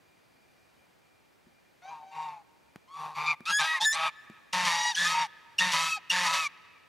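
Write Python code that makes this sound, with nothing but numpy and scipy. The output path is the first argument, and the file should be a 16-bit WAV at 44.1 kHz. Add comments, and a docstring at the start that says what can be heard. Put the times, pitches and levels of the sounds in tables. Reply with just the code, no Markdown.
"""Geese in a farmyard

Farm geese a few metres away mutter softly, then break into loud overlapping honks. A slow valve in each
throat chops the air into rasping bursts while a fast membrane sings over it, at times jumping up into a
whistle. Trees echo the calls; the hand-held camera whines faintly and takes a few knocks."""
import sys
import numpy as np
from scipy import signal
from scipy.fft import rfft, irfft
from scipy.io import wavfile
from scipy.ndimage import uniform_filter1d

SR = 44100
rng = np.random.default_rng(int(sys.argv[2]) if len(sys.argv) > 2 else 0)


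def wrap_up_sound(samples):
    """Save the sound to the file named by the first command line argument, as 16-bit audio."""
    columns = np.atleast_2d(samples).T
    # keep every value between -1 and 1, then stretch to whole-number steps
    tamed = np.clip(columns, -1, 1)
    steps = np.round(tamed * 32767).astype(np.int16)
    wavfile.write(sys.argv[1], SR, steps)


N = 303408
TIME = np.arange(N) / SR


def undb(db):
    """Decibels to gain."""
    return 10 ** (np.asarray(db) / 20)


def unit(x):
    """Scale to rms 1."""
    return x / np.sqrt(np.mean(x ** 2) + 1e-20)


def band(x, lo_hz, hi_hz, order=3):
    """Butterworth band-pass."""
    sos = signal.butter(order, [lo_hz, min(hi_hz, .48 * SR)], "band", fs=SR, output="sos")
    return signal.sosfilt(sos, x)


def colour(x, points, size=2048):
    """Minimum-phase EQ through points of (frequency [Hz], gain [dB])."""
    hz, db = np.transpose(points)
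    gain_db = np.interp(np.log(np.arange(size // 2 + 1) * SR / size + 1), np.log(hz), db)
    cepstrum = irfft(np.log(undb(gain_db)))
    cepstrum[1:size // 2] *= 2
    cepstrum[size // 2 + 1:] = 0
    return signal.fftconvolve(x, irfft(np.exp(rfft(cepstrum))))[:len(x)]


def wander(t, rate):
    """Random drift of rms 1 that takes a new course rate times a second."""
    steps = (t - t[0]) * rate
    return unit(np.interp(steps, np.arange(4096), rng.standard_normal(4096)))


def clicks(places, sizes, length):
    """Band-limited impulses at fractional sample places."""
    taps = np.floor(places).astype(int)[:, None] + np.arange(-7, 9)
    offset = taps - places[:, None]
    shape = np.sinc(offset) * np.cos(np.pi * offset / 16) ** 2
    return np.bincount(np.maximum(taps, 0).ravel(), (sizes[:, None] * shape).ravel(), length)[:length]


def ramp(distance, reach):
    """Falls smoothly from 1 at distance 0 to 0 at reach."""
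    return np.clip(1 - distance / max(reach, 1e-4), 0, 1) ** 2


def envelope(start, length, attack, release, edge_s=.0035, rise_db=18.5, fall_db=24):
    """A call swells, holds and sinks: its samples, age [s], edge fade, attack [dB] and release [dB]."""
    span = np.flatnonzero((TIME > start - edge_s) & (TIME < start + length + edge_s))
    age = TIME[span] - start
    fade = np.clip(np.minimum(age, length - age) / edge_s + 1, 0, 1)
    return span, age, fade, -rise_db * ramp(age, attack), -fall_db * ramp(length - age, release)


def yard(level_db=-66.5):
    """A bed of faint open-air hush, wide in the bass."""
    # spectrum of the still air: (frequency [Hz], level [dB])
    air = [(15, -76), (25, -28), (69, -5), (148, -3.5), (349, -4.5), (631, -5), (895, -4.5), (1020, -7.5),
           (2230, -9), (2420, -10.5), (3630, -15.5), (4750, -16), (5280, -18.5), (15500, -26.5)]
    middle, side = (unit(colour(rng.standard_normal(N), air, size=8192)) for _ in range(2))
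    middle *= undb(.5 * wander(TIME, 2.6))
    side = colour(side, [(60, 0.5), (300, 4.0), (1000, -1), (4000, -6), (12000, -24)])
    return undb(level_db) * np.array([middle + side, middle - side])


def camera_whine():
    """Thin, wavering bands of noise that swell briefly, then sink into the hush."""
    # lines of the whine: (frequency [Hz], width [Hz], level before the swell [dB])
    lines = [(2390, 16, -76), (4730, 84, -88), (5960, 150, -91.5)]
    whine = np.zeros(N)
    for hz, width, db in lines:
        line = unit(band(rng.standard_normal(N), hz - width / 2, hz + width / 2, order=1))
        whine += line * undb(db + 2 * wander(TIME, 8.1))
    return whine * undb(np.interp(TIME, [0, .45, 1.0], [-2, 3, -3]))


def camera_knocks():
    """Each knock is a tick and a short thump from three modes of the camera body."""
    # knocks on the body: (time [s], thump [dB], pitch [Hz], decay [s], tick [dB])
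    knocks = [(1.468, -54, 235, 0.015, -68), (2.759, -41, 191, 0.0049, -41), (3.406, -43, 232, 0.0081, -46),
              (4.299, -42, 216, 0.0094, -47), (4.884, -65, 260, 0.0063, -49)]
    modes = [(1, 1), (0.78, .5), (1.495, 0.36)]  # (pitch ratio, gain)
    tick_eq = [(300, 0), (1800, 0), (5000, -14), (15000, -22)]
    out, t = np.zeros(N), TIME[:SR // 8]
    for start, thump_db, hz, decay, tick_db in knocks:
        ring = sum(gain * np.sin(2 * np.pi * ratio * hz * t) for ratio, gain in modes)
        thump = 1.14 * ring * np.exp(-t / decay)
        tick = unit(colour(rng.standard_normal(len(t)), tick_eq)) * np.exp(-t / .0018)
        out[int(start * SR):][:len(t)] += undb(thump_db) * thump + undb(tick_db) * tick
    return band(out, 163, 15000, order=2)


def trees(x, scatter_db=-24, t60_s=2.8, width=0.47):
    """A few dull echoes and a thin scattered tail, wider than the direct sound."""
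    # echoes from trees and fence: (delay [s], level [dB])
    echoes = [(0.123, -59), (.21, -76), (.31, -30.5)]
    t = TIME[:2 * SR]
    decay = undb(-60 * t / t60_s) * np.minimum(t / 0.016, 1)
    tails = [unit(rng.standard_normal(len(t)) * decay) for _ in range(2)]
    middle, side = undb(scatter_db) * np.array(tails) / np.sqrt(len(t))
    for delay, db in echoes:
        middle[int(delay * SR)] += undb(db)
    dull = colour(x, [(150, -1), (700, -7), (1500, 1), (3000, -2.5), (5000, -9),
                      (8000, -17), (15000, -20)])
    return np.array([signal.fftconvolve(dull, middle + sign * width * side)[:N] for sign in (1, -1)])


def valve_rasp(call, throat, period_scatter, slap_scatter, burst_cycles, air_db, treble_share, count=6):
    """Each opening of the valve lets out a dying run of membrane slaps and a puff of air."""
    (start, length, attack, release, first_hz, mean_slap_hz,
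     level_db, swell_db, middle_db, treble_db, chest_db) = call
    span, t, fade, attack_db, release_db = envelope(start, length, attack, release)
    n, past_middle = len(span), t - length / 2
    effort_db = attack_db + release_db + swell_db * past_middle / length
    # as the breath runs out the valve slows, dropping further at the very end, and the slaps quicken
    valve_hz = first_hz * (1 - .12 * t - 0.09 * ramp(length - t, 0.0515))
    slap_hz = mean_slap_hz * (1 + 0.22 * past_middle)
    cycles = np.cumsum(valve_hz * (1 + period_scatter * wander(t, 171.4))) / SR
    opens = np.interp(np.arange(0, cycles[-1]), cycles, np.arange(n))
    drift, force = rng.standard_normal((2, 256, count))[:, :len(opens)]
    # each run of slaps resembles the one before, so the buzz keeps its lines
    drift = unit(uniform_filter1d(drift, size=3, axis=0))
    at, slap = opens.astype(int), np.arange(count)
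    lag_s = (slap + slap_scatter * drift * np.sqrt(slap)) / slap_hz[at, None]
    lag_cycles = lag_s * valve_hz[at, None]
    sizes = np.exp(-lag_cycles / burst_cycles) * (lag_cycles < 1) * undb(1.8 * force)
    slaps = unit(clicks((opens[:, None] + lag_s * SR).ravel(), sizes.ravel(), n))
    puffs = unit(np.exp(-(cycles % 1)) * rng.standard_normal(n))
    # three bands, breathier towards the treble
    low, middle, treble = (unit(band(colour(slaps + undb(air_db + extra_db) * puffs, throat), lo, hi))
                           for lo, hi, extra_db in [(384, 1223, 0), (1363, 2900, 2), (3560, 21000, 7)])
    low_effort_db = effort_db + 0.62 * attack_db  # lows and chest hum swell from deeper down
    bite_db = 8 * np.exp(-t / 0.012)
    low *= undb(low_effort_db)
    middle *= undb(middle_db + effort_db * (1 + treble_share) / 2)
    treble *= undb(treble_db + effort_db * treble_share + bite_db)
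    chest = np.sqrt(2) * (np.sin(2 * np.pi * cycles) + undb(-26) * np.sin(4 * np.pi * cycles))
    hum = chest * undb(chest_db + low_effort_db + 2.24 * wander(t, 79.4))
    return span, fade * (undb(level_db) * (low + middle + treble) + hum)


def rasps():
    """The flock's rasping calls, coloured by how far the beak opens."""
    # throat EQ with the beak nearly shut, half open and wide open: (frequency [Hz], gain [dB])
    shut = [(400, -24), (650, -22.5), (830, -3.5), (1100, -11), (1450, -18), (1900, -3.5), (2400, 1),
            (3050, -17), (3700, -16.5), (4800, -21.5), (6200, -27), (8000, -29), (12000, -32), (15500, -45)]
    half = [(240, -100), (400, -32.5), (673, 2.5), (738, -24.5), (821, 11.5), (1150, -7), (1280, -9.5),
            (1470, -33), (1590, -9.5), (1880, -12), (2060, -16), (3300, -12), (7100, -27), (9950, -27),
            (15500, -49)]
    wide = [(240, -75), (400, -50), (543, -8.5), (761, -11), (900, -0.5), (1150, -3.5), (1260, -5),
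            (1470, -11.5), (1760, -2), (2060, -4.5), (3790, -8), (5070, -9), (5820, -11), (10900, -21.5),
            (15500, -43.5)]
    # cue lists: (start [s], length [s], attack [s], release [s], valve [Hz], slaps [Hz], level [dB],
    # swell over the call [dB], middle re level [dB], treble re level [dB], chest hum [dB])
    mutters = [(1.82, .28, 0.14, 0.2, 156.8, 1170, -50.5, -13.5, -7, -18, -70),
               (2.11, 0.31, 0.062, 0.19, 159, 1085, -43.5, 0.5, -5.5, -18, -62),
               (2.94, 0.29, 0.11, 0.28, 156.7, 1090, -35.5, -1.5, -10, -17, -54),
               (3.15, .205, .035, 0.02, 154.7, 1140, -37.5, -5.5, -2, -13.5, -53.5)]  # soft
    yelps = [(3.457, 0.087, 0.07, 0.039, 182.2, 1387, -38.5, -3, 5.5, 0, -52.5),
             (3.585, 0.076, 0.019, 0.023, 157, 1200, -36, -5, 6, -4, -54.5),
             (3.807, .065, 0.019, 0.028, 182, 1776, -41, -7, 3, 3, -59.5),
             (3.92, .183, 0.039, 0.035, 163.6, 1181, -36.5, 5, 3.5, -8.5, -61)]  # sharp
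    buzzes = [(3.635, 0.162, 0.015, 0.021, 319.6, 1240, -46, -8.5, 11.5, 3, -77)]  # the valve beats twice as fast
    brays = [(4.53, 0.17, 0.0054, 0.028, 181.5, 962, -32.5, -5, 1.5, -6.5, -47.5),
             (4.65, 0.3, 0.027, 0.045, 171.2, 1110, -43.5, -26.5, 6.5, 3.5, -60),
             (4.955, 0.2, 0.093, 0.055, 176.1, 1924, -42, -9, 8, 5.5, -50.5),
             (5.07, 0.2, 0.03, 0.051, 170.3, 1090, -41.5, 3.5, 7, -4.5, -55.5),
             (5.586, .165, 0.032, 0.053, 183.9, 913, -35.5, -3.5, 5, -2.5, -45.5),
             (5.72, 0.23, 0.021, .08, 166.4, 1051, -37, -17.5, 3.5, -0.5, -54),
             (6.1, 0.19, 0.039, 0.018, 181, 952, -34, 0.5, 4, -3, -47),
             (6.235, 0.15, 0.037, 0.023, 165.4, 1017, -34, -8, -1, -4.5, -54.5),
             (6.33, 0.15, 0.016, 0.033, 162.9, 1086, -41, -20.5, 5, 1, -64.5)]  # full-throated
    # voicings: (cues, throat, period scatter [share], slap scatter [share], burst decay [cycles],
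    # air [dB], effort that the treble follows [share])
    voicings = [(mutters, shut, .014, 0.091, 0.75, -7.5, 0.96),
                (yelps, half, 0.0179, 0.036, 1, -9, 0.86),
                (buzzes, half, 0.0052, 0.011, 1, -8, .9),
                (brays, wide, 0.0096, 0.058, 0.53, -4.5, 0.48)]
    return [valve_rasp(call, *voicing) for cues, *voicing in voicings for call in cues]


def membrane_note(call, overtones, flutter, scatter, half_db, scoop_s, droop_s, flare_db, brighten_db,
                  valve_hz=165.8):
    """The membrane scoops to its pitch, sings and droops; the valve shakes its loudness and pitch."""
    start, length, attack, release, pitch_hz, scoop, droop, level_db, octave_db, overtone_db = call
    span, t, fade, attack_db, release_db = envelope(start, length, attack, release)
    hz = pitch_hz * (1 - scoop * np.exp(-t / scoop_s) - droop * ramp(length - t, droop_s))
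    valve = np.sin(2 * np.pi * np.cumsum(valve_hz * (1 + 0.014 * wander(t, 71))) / SR)
    phase = 2 * np.pi * np.cumsum(hz * (1 + scatter * wander(t, 413.3))) / SR + .5 * flutter * valve
    flare = np.exp(-((length - t - 0.036) / 0.067) ** 2)  # the octave flares just before the end
    # overtones speak before the fundamental and die faster
    early_db, dying_db = 0.35 * attack_db, 0.46 * release_db
    bright_db = overtone_db + early_db + dying_db + brighten_db * (t / length - .5)
    partials = [(1, attack_db), (2, early_db + octave_db + flare_db * flare)]
    partials += [(k, bright_db + db) for k, db in enumerate(overtones, 3)]
    # alternately strong and weak swings put half-tones between the overtones
    partials += [(k - .5, db + half_db) for k, db in partials[2:]]
    stack = np.zeros(len(t))
    for k, db in partials:
        flicker_db = min(2 * k, 3) * wander(t, 107)
        stack += undb(db + flicker_db) * np.sin(k * phase + rng.uniform(0, 2 * np.pi))
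    shake = (1 + flutter * valve) * undb(wander(t, 62.8))
    return span, np.sqrt(2) * fade * shake * undb(level_db + release_db) * stack


def notes():
    """The flock's pitched calls, from soft coos to breaking squeaks."""
    # cue lists: (start [s], length [s], attack [s], release [s], pitch [Hz], scoop [share],
    # droop [share], level [dB], octave re level [dB], overtones re level [dB])
    coos = [(1.822, 0.18, 0.052, 0.16, 841, .16, 0.033, -46, -13.5, -9.5),
            (1.9, 0.16, 0.044, 0.23, 905, -0.099, 0.03, -37, -40, -23.5),
            (1.98, 0.28, 0.049, 0.025, 758, -0.0017, -0.095, -52.5, -21, -16),
            (2.115, 0.31, 0.16, 0.28, 958, 0.06, 0.16, -35, -31, -19),
            (2.88, 0.29, 0.16, 0.24, 1190, 0.14, 0.057, -40, -27, -19)]  # soft
    honks = [(3.15, 0.13, 0.014, 0.023, 1203, .07, 0.017, -38.5, -15.5, -11.5),
             (3.26, 0.09, 0.0083, 0.041, 1197, 0.0068, 0.142, -34, -6, -6.5),
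             (3.457, 0.06, 0.035, 0.01, 1419, .16, 0.025, -33, -13.5, -7.5),
             (3.725, 0.082, 0.019, 0.023, 1025, -0.15, .01, -38.5, -14, -26),
             (3.945, .158, 0.023, 0.016, 1283, .09, 0.15, -36.5, -12.5, -14)]  # fluttering
    blares = [(5.045, 0.2, 0.026, 0.23, 1281, .05, 0.015, -30, -7.5, -15.5),
              (5.73, 0.264, 0.017, 0.064, 1292, .035, 0.032, -36.5, -4, -14),
              (6.24, .243, 0.021, 0.015, 1300, .065, .16, -37, -4.5, -19)]  # steadier, brassy
    cries = [(3.61, 0.091, 0.01, 0.075, 835, 0.066, .01, -40, 8.5, -3),
             (3.675, 0.12, 0.037, 0.058, 967, .015, 0.15, -51, 20, -25),
             (3.8, 0.05, 0.0094, .03, 1015, .18, 0.005, -32, -19, -11),
             (4.68, 0.27, 0.0067, 0.058, 962, 0.051, 0.23, -37, 1, -8),
             (4.72, 0.192, 0.013, 0.011, 861, 0.0203, 0.0064, -35.5, -30, -28),
             (5.1, 0.17, 0.081, 0.051, 940, 0.033, 0.17, -29.5, -19, -20),
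             (5.95, 0.04, 0.032, 0.013, 934, 0.0094, 0.24, -41, -15, -15.5)]  # low and clear
    whistles = [(3.5, 0.1126, 0.046, 0.024, 1760, .09, -0.021, -24, -14.5, -17.5),
                (3.848, 0.1, 0.01, 0.037, 1792, 0.034, -0.053, -25, -17.5, -15)]  # the membrane jumps up
    squeaks = [(3.6, 0.035, .012, 0.02, 2350, .22, .01, -43, 6, 0),
               (3.808, 0.056, 0.014, 0.0039, 1890, .11, .01, -40.5, 5, -3.5),
               (3.925, 0.045, 0.0068, 0.026, 2270, .185, 0.016, -40, 2.5, -2.5),
               (4.528, 0.01, .002, 0.011, 2830, 0.0064, .01, -33, -24, -37),
               (4.949, 0.012, 0.0025, .013, 3200, .07, -0.053, -28, -8, -47),
               (4.96, .14, 0.021, 0.029, 1750, .055, -0.0026, -29.5, -9, -16),
               (5.585, 0.021, .002, 0.015, 2790, .003, 0.021, -23, -14.5, -26),
               (5.596, 0.018, 0.024, .015, 1950, 0.14, 0.017, -29.5, 5, -3.5),
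               (5.605, 0.063, 0.0079, 0.023, 1836, 0.008, 0.028, -30, -12, -24),
               (6.099, 0.03, 0.0017, 0.029, 2790, 0.0027, -0.084, -23.5, -16, -25),
               (6.11, .035, 0.0061, 0.027, 2075, 0.22, -0.028, -42, 7, 2),
               (6.135, 0.11, 0.0058, .04, 1760, 0.049, .01, -36, -12, -14)]  # rough, where the voice breaks
    # timbres, from harmonic 3 upwards: (level [dB])
    coo_tone = [-0.5, -8.5, -10, -13, -17, -13, -19]
    honk_tone = [-6, -7.5, -15.5, -17, -32.5, -27.5]
    cry_tone = [3, 0.5, -1, -0.5, -6.5, -11, -12.5, -13.5]
    whistle_tone = [2.5, 4, -7, -4.5, -15, -19, -25]
    squeak_tone = [1, -1, -7]
    # voicings: (cues, timbre, flutter depth [0-1], pitch scatter [share], half-tones re overtones [dB],
    # scoop [s], droop [s], octave flare [dB], brightening over the note [dB])
    voicings = [(coos, coo_tone, 0.25, 0.007, -16, .06, 0.32, 0.92, 11),
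                (honks, honk_tone, 0.41, 0.0099, -6.5, 0.032, 0.0445, 11.1, -1.1),
                (blares, cry_tone, 0.09, 0.0058, 0.77, .045, 0.1, 8.6, 2.4),
                (cries, cry_tone, 0.098, 0.002, -15, 0.067, 0.054, 0.85, 8.1),
                (whistles, whistle_tone, 0.11, 0.0026, -29, .1, 0.041, 1, -1.1),
                (squeaks, squeak_tone, 0.39, 0.021, -6.5, 0.0297, 0.017, 0.73, -3)]
    return [membrane_note(call, *voicing) for cues, *voicing in voicings for call in cues]


def geese():
    """All rasps and notes of the flock, made brassy by the upper modes of the long windpipe."""
    # windpipe modes: (frequency [Hz], width [Hz], gain [dB])
    modes = [(3744, 250, -0.5), (4540, 660, -2), (5850, 470, 0.5), (6700, 270, -4.5)]
    voices = np.zeros(N)
    for span, sound in rasps() + notes():
        voices[span] += sound
    ring = sum(undb(db) * band(voices, hz - width / 2, hz + width / 2, order=1)
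               for hz, width, db in modes)
    # between its modes the pipe passes less
    return voices + ring - .45 * band(voices, 3500, 7500, order=1)


def microphone_ports(x, corner_hz=205):
    """Two close ports widen the bass: the left one leads, more so the lower the sound."""
    # balance of the ports: (frequency [Hz], left re right [dB])
    balance = [(180, -2.6), (500, -.5), (1000, .6), (2000, -.2), (4000, -.4)]
    at_hz, balance_db = np.transpose(balance)
    hz = np.arange(N // 2 + 1) * SR / N + 1
    lead = np.arctan(corner_hz / hz)
    db = np.interp(np.log(hz), np.log(at_hz), balance_db)
    return np.array([irfft(rfft(x) * undb(half * db) * np.exp(1j * half * lead), N)
                     for half in (.5, -.5)])


def scene():
    """The flock stands a little left of centre at first, then almost straight ahead."""
    flock = geese()
    pan_db = np.interp(TIME, [2.0, 4.0, 4.7, 6.3], [1.7, 0.51, 0.7, 0.48])
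    direct = microphone_ports(flock) * undb(np.array([pan_db, -pan_db]) / 2)
    return direct + trees(flock) + camera_knocks() + yard() + camera_whine()


def record(dry, ceiling=.26, top_hz=15700):
    """The camera rounds the sharpest peaks and cuts the top."""
    rounded = dry / (1 + (dry / ceiling) ** 4) ** (1 / 4)
    return signal.sosfilt(signal.ellip(10, .2, 80, top_hz, fs=SR, output="sos"), rounded)


dry = scene()
out = record(dry)
wrap_up_sound(out)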